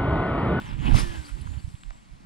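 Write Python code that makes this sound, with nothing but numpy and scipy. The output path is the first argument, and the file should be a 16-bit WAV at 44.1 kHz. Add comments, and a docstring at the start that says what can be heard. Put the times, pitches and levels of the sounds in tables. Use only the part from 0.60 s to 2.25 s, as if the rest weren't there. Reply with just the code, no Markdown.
"""Bank of a pond: an angler casts, with a two-port microphone on the chest.
Wind is low-frequency buffets, rumble and flutter, strongest on the right port; the sleeves rustle as dense grains.
Rod and line whoosh past as shaped noise, the spool whines in odd harmonics, filtered clicks make the tackle tick
and swells of band noise make the scuffs and the whoosh's narrow whistling bands. A small bird repeats an arched
whistle, a gliding sine, and insects sizzle in the grass as a narrow throbbing hiss, over the open field's noise."""
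import sys
import numpy as np
from scipy import signal
from scipy.fft import rfft, irfft
from scipy.io import wavfile

SR = 44100
rng = np.random.default_rng(int(sys.argv[2]) if len(sys.argv) > 2 else 0)


def amplitude_ratio(level_db):
    """Convert a level in decibels to the matching linear amplitude (field) ratio."""
    exponent = np.asarray(level_db, float) / 20
    return 10 ** exponent


def digitize_waveform(pressure):
    """Quantize a signal to 16-bit integers and store it at the path in sys.argv[1].

    Rows of a 2-D input are taken as channels; values are limited to [-1, 1].
    """
    field = np.atleast_2d(pressure).T
    bounded = np.clip(field, -1, 1)
    quanta = np.round(bounded * 32767).astype(np.int16)
    wavfile.write(sys.argv[1], SR, quanta)


N = 72765   # samples, 1.65 s


def rms_one(x):
    """Scale to rms 1."""
    return x / np.sqrt(np.mean(x ** 2) + 1e-20)


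def in_time(rows, shift=0):
    """Columns of a table as curves over all samples, moved later by shift seconds."""
    s, *columns = np.transpose(rows)
    return [np.interp(np.arange(N) / SR - shift, s, c) for c in columns]


def at_hz(points, hz):
    """Table read on a log-frequency axis."""
    p = np.array(points, float)
    return np.interp(np.log(hz + 1), np.log(p[:, 0] + 1), p[:, 1])


def shaped(x, points):
    """Colour by a table of dB over frequency; rms 1."""
    gain = amplitude_ratio(at_hz(points, np.fft.rfftfreq(N, 1 / SR)))
    return rms_one(irfft(rfft(x) * gain, N))


def band(x, low_hz, high_hz):
    """Band-pass, run twice for steep edges."""
    sos = signal.butter(2, [low_hz, high_hz], "band", fs=SR, output="sos")
    return signal.sosfilt(sos, signal.sosfilt(sos, x))


def drift(rate_hz):
    """Slow random wander of rms 1: noise through two equal one-pole low-passes."""
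    r = np.exp(-2 * np.pi * rate_hz / SR)
    wander = signal.lfilter([1], [1, -2 * r, r * r], rng.standard_normal(N + SR))
    return rms_one(wander[SR:])   # the first second lets the filter settle


def tone(hz):
    """Sine of rms 1 that follows a pitch curve, from a random phase."""
    return np.sqrt(2) * np.sin(2 * np.pi * (np.cumsum(hz) / SR + rng.random()))


def hiss(spectrum, level_db):
    """Two unrelated draws of coloured noise under one level."""
    return shaped(rng.standard_normal((2, N)), spectrum) * amplitude_ratio(level_db)


def field():
    """Open field: a wide, nearly steady noise and a treble layer that rises and falls."""
    # Colour of the wide noise: (frequency [Hz], density [dB per Hz])
    field_colour = [(150, -5), (300, -2), (450, -12.5), (750, -9.5), (1400, -12), (2200, -5.5),
                    (4200, -12.5), (5700, -13), (7500, -15.5), (11000, -44), (15400, -60)]
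    # Swell of the treble: (time [s], level [dB])
    treble_level = [(0, -57.5), (.16, -68.5), (.3, -54), (.8, -61.5), (1.12, -63), (1.3, -70),
                    (1.65, -71.5)]
    # Colour of the treble: (frequency [Hz], density [dB per Hz])
    treble_colour = [(2060, -37), (3500, -1.5), (4380, 0), (6120, -9), (7560, -3.5), (9820, -1),
                     (10900, -9), (14300, -41), (15400, -26)]
    wide = hiss(field_colour, -63.5 + 0.59 * drift(2.8))
    treble = hiss(treble_colour, in_time(treble_level)[0] + 0.46 * drift(36))
    return wide + treble


def insects():
    """Insects in the grass: noise in a narrow peak, its level throbbing at random."""
    # Swell of the sizzle: (time [s], level [dB])
    insect_level = [(.45, -67), (.6, -61), (1.0, -67.5), (1.2, -64.5), (1.4, -67.5), (1.5, -77),
                    (1.55, -84)]
    centre_hz, width_hz, throb_db = 7650, 500, 2.5
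    peak = [(centre_hz - 3 * width_hz, -50), (centre_hz - width_hz / 2, -2), (centre_hz, 0),
            (centre_hz + width_hz / 2, -2), (centre_hz + 3 * width_hz, -50)]
    return hiss(peak, in_time(insect_level)[0] + throb_db * drift(62))


def bird():
    """Small bird: a sine on the same arched glide each time, its falling end weaker in the repeats."""
    # The whistle: (time after its start [s], pitch [Hz], level [dB])
    whistle = [(0, 6110, -17), (.03, 6620, 1), (.08, 6910, 1), (.17, 7450, -5.5), (.21, 7120, -4),
               (.235, 6170, 4), (.265, 4960, 3), (.28, 4950, -18)]
    # Each whistle: (start [s], level [dB], further level of the falling end [dB])
    calls = [(-.165, -64, 0), (.17, -64, -10), (.505, -65, -13), (.845, -65, -8)]
    turn_s = .19   # the falling end's level is reached here
    faded_whistle = [(-.01, whistle[0][1], -71)] + whistle + [(.3, whistle[-1][1], -60)]
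    out = 0
    for start_s, db, end_db in calls:
        hz, level_db = in_time(faded_whistle, shift=start_s)
        falling = in_time([(turn_s - .04, 0), (turn_s, 1)], shift=start_s)[0]
        level = amplitude_ratio(db + level_db + end_db * falling + 1.2 * drift(40))
        out = out + level * tone(hz * (1 + .005 * drift(150)))
    return out


def wind():
    """Wind at the microphone: windowed sine buffets on the right port, rumble and flutter on both."""
    # Buffets: (centre [s], peak [dB], frequency [Hz], length [cycles])
    buffet_rows = [(.139, -22.5, 36.7, 3.4), (0.197, -19, 106, 2.4), (0.224, -22, 55.3, 5.6),
                   (0.261, -21, 94.5, 4.9), (0.266, -15.5, 38.2, 3.9), (0.303, -21, 95, 2.8),
                   (0.315, -10, 35.5, 2.7), (0.328, -10, 107, 3.15), (.344, -9, 24.7, 1.67),
                   (0.353, -2.5, 90, 1.71), (0.372, -17, 101, 0.81), (0.378, -16.5, 26, 1.5),
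                   (0.42, -16.5, 39.4, 4.8), (0.435, -13.5, 101, 1.2), (.487, -22.5, 23.4, 1.6),
                   (0.526, -26.5, 87, 1.4), (0.595, -22.5, 67.5, 4.3), (0.74, -21, 43.4, 3.4),
                   (0.821, -24.5, 71.6, 3.2), (0.861, -21, 81, 1.26), (.894, -22, 77, 2.7),
                   (.92, -21, 69.4, 1.6), (0.966, -23.5, 67.3, 6.3), (0.974, -26.5, 116, 4.9),
                   (1.049, -17.5, 68, 1.36), (1.081, -25, 104.5, 2.1), (1.146, -23.5, 92, 1.77),
                   (1.288, -26.5, 36.4, 4.2), (1.356, -36.5, 121, 0.95), (1.529, -34.5, 39.6, 2.6)]
    # Rumble between the buffets: (time [s], right port [dB], left port [dB])
    rumble_level = [(0, -55, -50), (.1, -34, -44.5), (.22, -28, -40.5), (.3, -39, -39), (.42, -41, -40),
                    (.55, -31.5, -46.5), (.66, -47.5, -52.5), (.8, -36.5, -46), (1.0, -43, -52),
                    (1.1, -47, -41.5), (1.2, -63, -49.5), (1.28, -56.5, -51), (1.43, -61, -56),
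                    (1.55, -52, -48.5), (1.65, -71, -53)]
    # Rumble at either port: (frequency [Hz], density [dB per Hz])
    right_colour = [(12, -11), (30, 9.5), (60, 3.5), (110, 10), (170, 1), (300, -47.5)]
    left_colour = [(12, -2), (28, -8), (50, 3), (90, -69), (170, -3), (300, -52.5)]
    # Flutter above the rumble: (time [s], level before the port gain [dB])
    flutter_level = [(0, -49.5), (.15, -45.5), (.27, -33), (.3, -30), (.345, -32), (.37, -31.5), (.45, -49),
                     (.6, -51.5), (.74, -65), (.775, -45.5), (.92, -52), (1.04, -55.5), (1.23, -68.5),
                     (1.36, -62), (1.45, -65.5), (1.62, -57.5)]
    # Colour of the flutter: (frequency [Hz], density [dB per Hz])
    flutter_colour = [(40, -43), (100, 1), (160, -0.5), (250, -3), (350, -11.5), (500, -26)]
    # Share of the flutter that reaches the left port: (frequency [Hz], gain [dB])
    flutter_to_left = [(100, -40), (200, -14.5), (300, -5.5), (450, 1)]
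    # Wind dies away in the treble: (frequency [Hz], density [dB per Hz])
    above_wind = [(1200, -75), (16000, -140)]
    flutter_gain = amplitude_ratio(6.5)

    t = np.arange(N) / SR
    buffets = 0
    for (centre_s, db, hz, cycles), phase in zip(buffet_rows, rng.random(len(buffet_rows))):
        u = np.clip((t - centre_s) * hz / cycles, -.5, .5)
        swell = np.cos(np.pi * u) ** 2
        buffets = buffets + amplitude_ratio(db) * swell * np.sin(2 * np.pi * (hz * (t - centre_s) + phase))

    right_db, left_db = in_time(rumble_level)
    right = shaped(rng.standard_normal(N), right_colour + above_wind) * amplitude_ratio(right_db + 3.2 * drift(5))
    left = shaped(rng.standard_normal(N), left_colour + above_wind) * amplitude_ratio(left_db)

    flutter = hiss(flutter_colour + above_wind, in_time(flutter_level)[0] + 2.05 * drift(23.6))
    # The left port gets the right port's flutter inverted, mixed with an unrelated draw
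    mixed = 0.51 * flutter[0] - 0.36 * flutter[1]
    left_gain = amplitude_ratio(at_hz(flutter_to_left, np.fft.rfftfreq(N, 1 / SR)))
    left_flutter = irfft(rfft(mixed) * left_gain, N)
    return np.array([left + left_flutter * flutter_gain, right + buffets + flutter[1] * flutter_gain])


def rustle():
    """Sleeves: creases of the cloth are dense random grains of uneven strength, coloured."""
    # Movement of the sleeves: (time [s], level [dB])
    rustle_level = [(0, -49), (.08, -48.5), (.17, -52.5), (.23, -48), (.26, -40.5), (.33, -42), (.4, -44.5),
                    (.45, -49), (.58, -50), (.66, -61), (.75, -61), (.82, -56.5), (1.0, -59.5), (1.1, -69),
                    (1.3, -69.5), (1.65, -78)]
    # Colour of the cloth: (frequency [Hz], density [dB per Hz])
    cloth = [(240, 0), (400, 0), (438, -10), (614, -6), (683, -12.5), (859, -4), (1260, -10.5),
             (1630, -4.5), (3200, -3), (3900, -13), (9920, -34.5), (15400, -45)]
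    creases_per_s, spread_db = 7000, 3
    level_db = in_time(rustle_level)[0] + 1.36 * drift(16.7)
    struck = rng.random((2, N)) < creases_per_s / SR
    strength = amplitude_ratio(spread_db * np.minimum(rng.exponential(1, (2, N)), 4))
    grains = rng.standard_normal((2, N)) * struck * strength
    return shaped(grains, cloth) * amplitude_ratio(level_db)


def scuffs_and_whistling_bands():
    """Short scuffs of cloth, grip and line, and the whoosh's narrow whistling bands: swells of band noise."""
    # Scuffs and whistling bands: (start [s], length [s], level [dB], low edge [Hz], high edge [Hz])
    swell_rows = [(0.253, 0.042, -37, 2280, 3290), (0.242, 0.1, -46, 650, 1110),
                  (0.311, .012, -37, 770, 1270), (0.316, 0.0094, -45, 770, 1240),
                  (.25, 0.028, -63, 9000, 10900), (0.352, 0.038, -37, 1840, 4360),
                  (0.38, .04, -41.5, 4900, 5210), (0.379, 0.033, -40.5, 9500, 10200),
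                  (0.363, 0.027, -51.5, 1780, 2010), (.64, 0.04, -55, 4190, 4640),
                  (.64, 0.032, -56, 4600, 4950), (.64, .08, -61.5, 8800, 11000),
                  (.683, 0.021, -52.5, 1190, 3520), (0.763, 0.021, -58.5, 810, 1280),
                  (0.81, 0.012, -55, 9200, 10400), (0.803, 0.025, -60, 4000, 4960),
                  (0.866, 0.014, -54.5, 900, 1690), (0.975, 0.038, -62, 4320, 4740)]
    t = np.arange(N) / SR
    out = 0
    for start_s, length_s, db, low_hz, high_hz in swell_rows:
        swell = np.sin(np.pi * np.clip((t - start_s) / length_s, 0, 1))
        noise = rms_one(band(rng.standard_normal(N), low_hz, high_hz))
        out = out + amplitude_ratio(db) * swell * noise
    return out


def ticks():
    """Tackle: each tick is a one-sample click ringing through a broad, steep band."""
    # Ticks: (time [s], click before the band-pass [dB], low edge [Hz], high edge [Hz])
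    tick_rows = [(0.3265, -13, 910, 4300), (.3445, 4.5, 417, 1280), (.386, -2, 700, 1500),
                 (1.153, -22.5, 2480, 3880), (1.2346, -19.5, 930, 2020), (1.2351, -17.5, 2320, 4140),
                 (1.3077, -15.5, 446, 1230), (1.306, -15.5, 1190, 2570), (1.3058, -26, 3180, 7000),
                 (1.356, -25, 503, 1120)]
    sample = np.arange(N)
    out = 0
    for s, db, low_hz, high_hz in tick_rows:
        click = amplitude_ratio(db) * (sample == int(s * SR)) + 1e-18   # the offset keeps the filter off denormals
        out = out + band(click, low_hz, high_hz)
    return out


def spool():
    """Spool running free: odd multiples of its turning rate, whose pitch follows the turns."""
    # The run: (time [s], turning rate [turns per s], level [dB])
    run = [(.37, 390, -96), (.42, 360, -45), (.5, 342, -48.5), (.6, 315, -55), (.7, 277, -61),
           (.78, 350, -65)]
    # Harmonics: (multiple of the turning rate, level [dB])
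    orders = [(1, 0), (3, -20), (5, -6)]
    turns, level_db = in_time(run)
    start_s, end_s = run[0][0], run[-1][0]
    running = in_time([(0, 0), (start_s, 1), (end_s, 1), (end_s + .05, 0)])[0] == 1
    turns = turns * (1 + .006 * drift(24.7))
    out = 0
    for multiple, db in orders:
        out = out + amplitude_ratio(level_db + db + 0.59 * drift(37)) * tone(multiple * turns)
    return running * out


def whoosh():
    """Rod and line cutting the air: smooth bright noise that swells as they pass."""
    # The pass: (time [s], level before the gain [dB])
    passing = [(.325, -60), (.344, -48.5), (.356, -39), (.385, -38), (.408, -40), (.42, -43), (.435, -46),
               (.455, -52), (.476, -53), (.63, -60.5), (.66, -58), (.7, -56.5), (.73, -66), (.8, -64)]
    # Colour of the cut air: (frequency [Hz], density [dB per Hz])
    air = [(470, -7.5), (800, -14.5), (1060, -8.5), (1640, -12.5), (1980, -3.5), (2160, -6.5), (4590, -7.5),
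           (4940, -6.5), (6740, -10), (10100, -11.5), (11800, -30.5), (14300, -33), (15400, -50)]
    gain_db = 3.5
    faded = [(passing[0][0] - .02, -90)] + list(passing) + [(passing[-1][0] + 0.14, -90)]
    return hiss(air, in_time(faded)[0] + gain_db + .8 * drift(90))


def ports(near, diffuse):
    """Airborne sound at the two ports: shifted in phase, tilted in level, partly unlike, coloured."""
    # Phase lead of the left port: (frequency [Hz], lead [radians])
    left_leads = [(200, 4.75), (520, 4.07), (1120, 3.425), (1810, 4.8), (2670, 5.25), (4310, 6.5),
                  (7000, 7.7), (11000, 6.4), (15000, 6.3)]
    # Left port over right port: (frequency [Hz], level [dB])
    left_louder = [(300, -1.5), (700, -1.2), (1290, -.8), (2380, -1.5), (4400, 5), (8120, 3.5),
                   (12000, 3.5), (15000, 3.5)]
    # Likeness of diffuse sound at the two ports: (frequency [Hz], correlation [0-1])
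    likeness = [(300, 0.76), (700, 0.95), (1400, 0.62), (3000, 0.87), (6000, 0.56), (10000, 0.2),
                (15000, 0)]
    # Colour that both ports give: (frequency [Hz], gain [dB])
    port_colour = [(200, 11.5), (400, 3), (700, 11.5), (1100, 13), (1800, 3.5), (3000, 1), (8000, -2),
                   (11000, -1.5), (12500, 10), (14500, 4.5), (15500, -16)]
    hz = np.fft.rfftfreq(N, 1 / SR)
    alike = np.clip(at_hz(likeness, hz), 0, 1)
    shared, other = rfft(diffuse)
    direct = rfft(near)
    left = shared + direct
    right = alike * shared + np.sqrt(1 - alike ** 2) * other + direct
    right = right * np.exp(-1j * at_hz(left_leads, hz))
    tilt = amplitude_ratio(at_hz(left_louder, hz) / 2)   # half up on the left, half down on the right
    return irfft(np.array([left * tilt, right / tilt]) * amplitude_ratio(at_hz(port_colour, hz)), N)


def scene():
    """Wind on the ports plus everything that arrives through the air."""
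    diffuse = field() + insects() + rustle() + whoosh()
    near = bird() + scuffs_and_whistling_bands() + ticks() + spool()
    return wind() + ports(near, diffuse)


def band_limit(x):
    """A steep low-pass at the top of the band."""
    return signal.sosfilt(signal.butter(12, 15600, fs=SR, output="sos"), x)


def record(dry):
    """Pass the finished mix of the two ports through band_limit()."""
    return band_limit(dry)


dry = scene()
out = record(dry)
digitize_waveform(out)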